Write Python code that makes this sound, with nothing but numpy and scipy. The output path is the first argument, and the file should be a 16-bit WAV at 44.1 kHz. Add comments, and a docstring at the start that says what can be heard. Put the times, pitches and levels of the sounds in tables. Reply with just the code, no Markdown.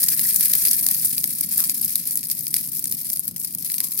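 """A dense, bright crackle of bursting needles over the hiss of escaping gas: a dry conifer burns in
an open field, a few metres away, and slowly dies down. Flames rumble low underneath.
Twigs pop, each a snap with a spray of splinters, and thicker ones give way with a hollow knock.
Brushwood and ground scatter every crack for a moment. Later, wind buffets and steam faintly whistles."""
import sys
import numpy as np
from scipy import signal
from scipy.fft import rfft, irfft, next_fast_len
from scipy.io import wavfile

SR = 44100
rng = np.random.default_rng(int(sys.argv[2]) if len(sys.argv) > 2 else 0)


def put_to_file(sound):
    """Save the sound as 16-bit audio at rate SR, in the file named by the first command-line argument."""
    columns = np.atleast_2d(sound).T  # one column per channel
    safe = np.clip(columns, -1, 1)
    whole_steps = np.round(safe * 32767)
    wavfile.write(sys.argv[1], SR, whole_steps.astype(np.int16))


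N = 176400
TIME = np.arange(N) / SR
BAND_EDGES_HZ = np.linspace(np.sqrt(400), np.sqrt(16500), 15) ** 2
BAND_HZ = np.sqrt(BAND_EDGES_HZ[:-1] * BAND_EDGES_HZ[1:])
SIZZLE_FROM_HZ = 5540
WOODINESS = 1 / (1 + (BAND_HZ / SIZZLE_FROM_HZ) ** 6)   # by band: 1 is woody body, 0 is sizzle
CRACK_WINDOW_S = .002   # a crack packs the energy of its level held this long


def from_db(db):
    return 10 ** (np.asarray(db) / 20)


def rms_one(x):
    return x / np.sqrt(np.mean(x ** 2) + 1e-20)


def at_hz(points, hz):
    """Read a spectrum on a log-frequency axis."""
    known_hz, db = np.transpose(points)
    return np.interp(np.log(hz + 1), np.log(known_hz), db)


def band(x, low_hz, high_hz):
    """Band-pass."""
    return signal.sosfilt(signal.butter(2, [low_hz, high_hz], "band", fs=SR, output="sos"), x)


def coloured(x, *spectra):
    """Minimum-phase EQ with the given dB curves; white noise keeps its power."""
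    size = 2 * next_fast_len(N)
    hz = np.arange(size // 2 + 1) * SR / size
    gain = rms_one(from_db(sum(at_hz(curve, hz) for curve in spectra)))
    cepstrum = irfft(np.log(gain))
    cepstrum[1:size // 2] *= 2
    cepstrum[size // 2 + 1:] = 0
    return irfft(rfft(x, size) * np.exp(rfft(cepstrum)))[..., :N]


def drift(hz):
    """A smooth random wobble, rms 1."""
    pole = np.exp(-2 * np.pi * hz / SR)
    return rms_one(signal.lfilter([1], [1, -2 * pole, pole * pole], rng.standard_normal(N + SR))[SR:])


def die_away(power, t60_s):
    """Spread each burst of energy over an exponential tail."""
    pole = 10 ** (-6 / (t60_s * SR))
    return signal.lfilter([1 - pole], [1, -pole], power + 1e-18)


def resonance(noise, hz, width_hz):
    """Noise through one resonance, rms 1."""
    return rms_one(band(noise, hz - width_hz / 2, hz + width_hz / 2))


def even_noise(white, low_hz, high_hz):
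    """A noise band with a flat envelope, so that a pop's strength is set by its fracture."""
    analytic = signal.hilbert(band(white, low_hz, high_hz))
    return np.real(analytic) / np.abs(analytic) * np.sqrt(2 * (high_hz - low_hz) / (SR / 2))


def narrow_noise(alike=0.83, left_db=0.5):
    """Stereo noise, mostly common to both ears and a touch to the left."""
    noise = np.sqrt(alike) * rng.standard_normal(N) + np.sqrt(1 - alike) * rng.standard_normal((2, N))
    return from_db([[left_db / 2], [-left_db / 2]]) * noise


def swells(cues, half_width_s):
    """An envelope with one bell-shaped swell for each cue."""
    return sum(from_db(db) * np.exp(-((TIME - peak_s) / half_width_s) ** 2) for peak_s, db in cues)


# The vigour of the blaze, riding the crackle and the hiss: time_s, level_db
BLAZE = [(0, -21.5), (.57, -22.5), (1.47, -28.5), (1.59, -21.5), (1.74, -28), (2.37, -29.5), (3.24, -33.5),
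         (3.33, -40), (3.42, -31.5), (3.6, -36), (3.69, -29), (4, -32)]

def needle_crackle(blaze_db, peak_per_s=300, mean_length_s=0.001):
    """Needles burst at random, fewer and weaker as the fire sinks; gives power by band."""
    thinning_db = .5 * (blaze_db - blaze_db.max())   # half the fall thins the bursts, half softens them
    at = np.flatnonzero(rng.random(N) < peak_per_s / SR * from_db(thinning_db) ** 2)
    accent_db = 2.5 * np.minimum(rng.exponential(1, len(at)), 0.7) - 1
    level_db = blaze_db[at] - thinning_db[at] + accent_db
    length_s = rng.exponential(mean_length_s, len(at))
    return fractures(TIME[at], level_db, length_s, body_db=rng.normal(-3.5, 4, len(at)))


def fractures(start_s, level_db, length_s, body_db, splinters_per_s=1000):
    """Each fracture is a quick run of splinters with a colour of its own; gives power by band."""
    power = np.zeros((len(BAND_HZ), N))
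    band_share = from_db(at_hz(CRACKLE_EQ, BAND_HZ)) ** 2 * np.diff(BAND_EDGES_HZ)
    order = np.arange(12)
    trailing = order > 0   # only splinters after the first vary in timing and size
    for start, level, length, body in zip(start_s, from_db(level_db), length_s, body_db):
        delay_s = (order + rng.uniform(-.5, .5, len(order)) * trailing) / splinters_per_s
        splinter_db = rng.normal(0, 2, len(order)) * trailing + 0.5 * delay_s / max(length, 1 / SR)
        energy = from_db(splinter_db) ** 2 * (delay_s <= length)
        tint = from_db(rng.normal(0, 3.5, len(BAND_HZ))) ** 2
        colour = tint / np.average(tint, weights=band_share) * from_db(body * WOODINESS) ** 2
        at = np.clip(((start + delay_s) * SR).astype(int), 0, N - 1)
        power[:, at] += np.outer(colour, energy / energy.sum()) * level ** 2 * CRACK_WINDOW_S * SR
    return power


def gas_hiss(blaze_db, trim_db=-3, body_db=5):
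    """Gas escapes in fluttering jets; gives power by band."""
    flutter_db = 4.5 * np.maximum(drift(hz=25.2), -1)
    return np.outer(from_db(body_db * WOODINESS), from_db(blaze_db + trim_db + flutter_db)) ** 2


# The dark tone of the flames: frequency_hz, gain_db
RUMBLE_EQ = [(25, -20.5), (65, -16), (100, -10.5), (145, 2), (245, 0), (400, -18.5), (750, -27.5),
             (1600, -34.5)]

def flame_rumble(start_db=-44.5, fade_db_per_s=1.25):
    """The low roar of the flames, flickering as it slowly fades."""
    level_db = start_db - fade_db_per_s * TIME + 1.5 * drift(hz=39)
    return from_db(level_db) * coloured(narrow_noise(), RUMBLE_EQ)


# Twigs breaking; body is the woody weight against the sizzle: start_s, level_db, length_s, body_db
TWIG_POPS = [(0.0315, -0.5, 0.0092, 1.5), (0.085, -2.5, 0.0054, 5.5), (0.1936, -6, 0.00092, 6.5),
             (0.3435, -7, 0.003, -22), (0.3598, -1.5, 0.0043, -5), (0.4085, -3.5, 0.0016, -0.5),
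             (0.4566, -4, 0.0037, -4), (0.5351, -1, 0.0036, 3.5), (0.552, -3.5, 0.0037, -1),
             (0.651, -5, 0.0047, 3), (0.6719, -6, 0.0023, 2), (0.6838, -3.5, 0.01, -4),
             (0.7118, -4, 0.0034, -4), (0.731, -4, 0.0043, -0.5), (0.8646, -2.5, 0.0028, 0.5),
             (0.887, -4.5, 0.0013, -3), (0.9127, -6.5, 0.001, -9), (0.946, -6, 0.012, 2),
             (1.0477, -0.5, 0.011, -14), (1.057, -6.5, 0.0043, -6), (1.1802, -7.5, 0.001, 10),
             (1.241, -4, 0.001, 5), (1.409, -5, 0.0027, -7.5), (1.579, -5, 0.0016, -12.5),
             (1.6035, -6.5, 0.0014, 3.5), (1.64, -7, 0.0091, 1), (1.6965, -4.5, 0.0008, 1),
             (1.815, -8, 0.0023, -28), (1.8466, -4, 0.0046, -29), (1.926, -15.5, 0.0037, -18),
             (1.956, -3, 0.0015, 3.5), (1.9781, -20, 0.0032, -4), (2.073, -10, 0.0041, -7),
             (2.1087, -10.5, 0.0023, -3), (2.156, -10, 0.00071, -13), (2.173, -6.5, 0.0031, -10),
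             (2.2997, -12, 0.00086, 8), (2.3135, -7, 0.0033, 2), (2.468, -12.5, 0.0018, 7.5),
             (2.5411, -3, 0.0019, 5.5), (2.565, -4.5, 0.0045, 3.5), (2.768, -13.5, 0.0034, -4),
             (2.7933, -13, 0.0019, -3.5), (2.8412, -10.5, 0.0034, -5), (2.856, -10, 0.00079, -2.5),
             (2.9153, -14, 0.0006, -4), (2.9235, -10, 0.0019, 5), (3.101, -11, 0.0005, 2),
             (3.1316, -9, 0.006, -7.5), (3.1719, -13, 0.0005, -4), (3.1943, -8.5, 0.0006, -18),
             (3.2795, -10.5, 0.0011, -1.5), (3.3619, -15, 0.0042, -1), (3.399, -12.5, 0.0035, -15),
             (3.4472, -10.5, 0.0049, 0), (3.5492, -11.5, 0.0027, -8), (3.6999, -15.5, 0.0005, 14),
             (3.7179, -10, 0.0039, 0.5), (3.742, -10.5, 0.0005, 1), (3.7815, -11, 0.0041, 5.5),
             (3.8034, -5, 0.0023, 1.5), (3.977, -15, 0.0008, -8), (3.991, -10.5, 0.0011, -1)]

def twig_pops(trim_db=-1.84):
    """Twigs splinter in loud single pops; gives power by band."""
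    start_s, level_db, length_s, body_db = np.transpose(TWIG_POPS)
    return fractures(start_s, level_db + trim_db, length_s, body_db)


def twig_snaps(trim_db=-9, extra_body_db=6, thin_below_hz=2000, ear_lag_s=.00015):
    """The instant a twig breaks: one pressure pulse, earlier in one ear; gives clicks by band and ear."""
    clicks = np.zeros((len(BAND_HZ), 2, N))
    low_cut = np.minimum(BAND_HZ / thin_below_hz, 1) ** 2
    polarity = (-1) ** np.arange(len(BAND_HZ))
    for start_s, level_db, _, body_db in TWIG_POPS:
        colour = from_db((body_db + extra_body_db) * WOODINESS - max(body_db, 0) / 2)
        pulse = colour * low_cut * polarity * from_db(level_db + trim_db) * np.sqrt(CRACK_WINDOW_S * SR)
        lag_s = rng.uniform(-ear_lag_s, ear_lag_s)
        for ear, arrival_s in enumerate((start_s, start_s + lag_s)):
            clicks[:, ear, min(int(arrival_s * SR), N - 1)] += pulse
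    return clicks


def brushwood_scatter(pop_power, needle_power):
    """Brushwood and ground throw back a short tail, strong on the needles and light on the twigs."""
    send = from_db(-13) ** 2 * pop_power + from_db(2.5) ** 2 * needle_power
    return die_away(send, t60_s=0.041)


def throatiness(hz, blaze_db, throat_hz=1290):
    """Power gain of a band: the throaty low end swings more with the blaze, the lower sizzle less."""
    throat = np.exp(-(2 * np.log2(hz / throat_hz)) ** 2)
    sizzle = np.exp(-(2 * np.log2(hz / SIZZLE_FROM_HZ)) ** 2)
    return from_db((throat - 0.16 * sizzle) * (blaze_db - blaze_db.mean())) ** 2


# The bright tone of all cracks and the hiss: frequency_hz, gain_db
CRACKLE_EQ = [(450, -43.5), (800, -43.5), (1300, -38), (1810, -21.5), (2390, -20), (2950, -24.5),
              (3700, -18.5), (4900, -8), (6600, -10.5), (7600, -9), (8600, -2.5), (10400, 3), (12400, 3),
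              (15500, -3.5)]
# The stereo lean of the fire: frequency_hz, left_over_right_db
FIRE_PAN = [(1300, 14), (2400, 5), (5500, 9), (7000, 2), (8200, 11), (10500, 3.5), (12200, 14),
            (13500, 17.5), (15200, 1)]

def fire(alike_below_hz=2300, ring_cycles=7):
    """Needles, gas and twigs sound as bands of noise, narrow in the lows and wide in the highs."""
    blaze_db = np.interp(TIME, *np.transpose(BLAZE))
    needles, gas, pops, snaps = needle_crackle(blaze_db), gas_hiss(blaze_db), twig_pops(), twig_snaps()
    shared, per_ear = rng.standard_normal((2, 1, N)), rng.standard_normal((2, 2, N))
    mix = np.zeros((2, N))
    for k, hz in enumerate(BAND_HZ):
        edges_hz = BAND_EDGES_HZ[k:k + 2]
        ring_s = .0013 + ring_cycles / hz   # lower bands ring longer
        throaty = throatiness(hz, blaze_db)
        pop_power = die_away(pops[k], ring_s)
        needle_power = die_away(throaty * needles[k], ring_s)
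        bed_power = throaty * gas[k] + needle_power + brushwood_scatter(pop_power, needle_power)
        alike = 1 / (1 + (hz / alike_below_hz) ** 4)
        noise = np.sqrt(alike) * shared + np.sqrt(1 - alike) * per_ear
        bed = np.sqrt(bed_power) * noise[k % 2]   # neighbouring bands get unrelated noise
        splinters = np.sqrt(pop_power) * even_noise(noise[1 - k % 2], *edges_hz)
        mix += band(bed + snaps[k] + splinters, *edges_hz)
    left_db = 1 + 0.31 * TIME   # the fire leans more and more to the left
    return np.array([from_db(left_db * side) * coloured(ear, CRACKLE_EQ, np.array(FIRE_PAN) * [1, side])
                     for ear, side in zip(mix, (.5, -.5))])


# Thicker twigs giving way: start_s, level_db
TWIG_KNOCKS = [(0.536, -50.5), (0.867, -56), (1.599, -42.5), (1.627, -51.5)]

def twig_knocks(t60_s=0.13):
    """A thicker twig breaks with a short, hollow ring."""
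    envelope = sum(from_db(level_db - 60 * np.abs(TIME - start_s) / t60_s) * (TIME >= start_s)
                   for start_s, level_db in TWIG_KNOCKS)
    return envelope * resonance(rng.standard_normal(N), hz=1220, width_hz=560)


# Buffets of wind: peak_s, level_db
WIND_GUSTS = [(1.84, -47), (2.42, -50), (2.9, -43.5), (3.33, -44), (3.58, -47.5)]

def wind_gusts():
    """Wind buffets in short, low swells."""
    return swells(WIND_GUSTS, half_width_s=0.055) * resonance(narrow_noise(), hz=153, width_hz=95)


# Faint, breathy whistles of steam: peak_s, level_db
STEAM_WHISTLES = [(3.82, -59), (3.93, -62)]

def steam_whistles():
    """Steam sings briefly in the wood."""
    breath = resonance(rng.standard_normal(N), hz=1090, width_hz=190)
    return swells(STEAM_WHISTLES, half_width_s=0.047) * breath


def scene():
    """The crackling fire up front, with rumble, knocks, wind and steam underneath."""
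    return fire() + flame_rumble() + twig_knocks() + wind_gusts() + steam_whistles()


def record(dry, ceiling=.9, cutoff_hz=15800):
    """Soft-clip the highest peaks, then cut the top with a steep low-pass."""
    rounded = dry / (1 + (dry / ceiling) ** 6) ** (1 / 6)
    return signal.sosfilt(signal.ellip(10, .2, 70, cutoff_hz, fs=SR, output="sos"), rounded)


dry = scene()
out = record(dry)
put_to_file(out)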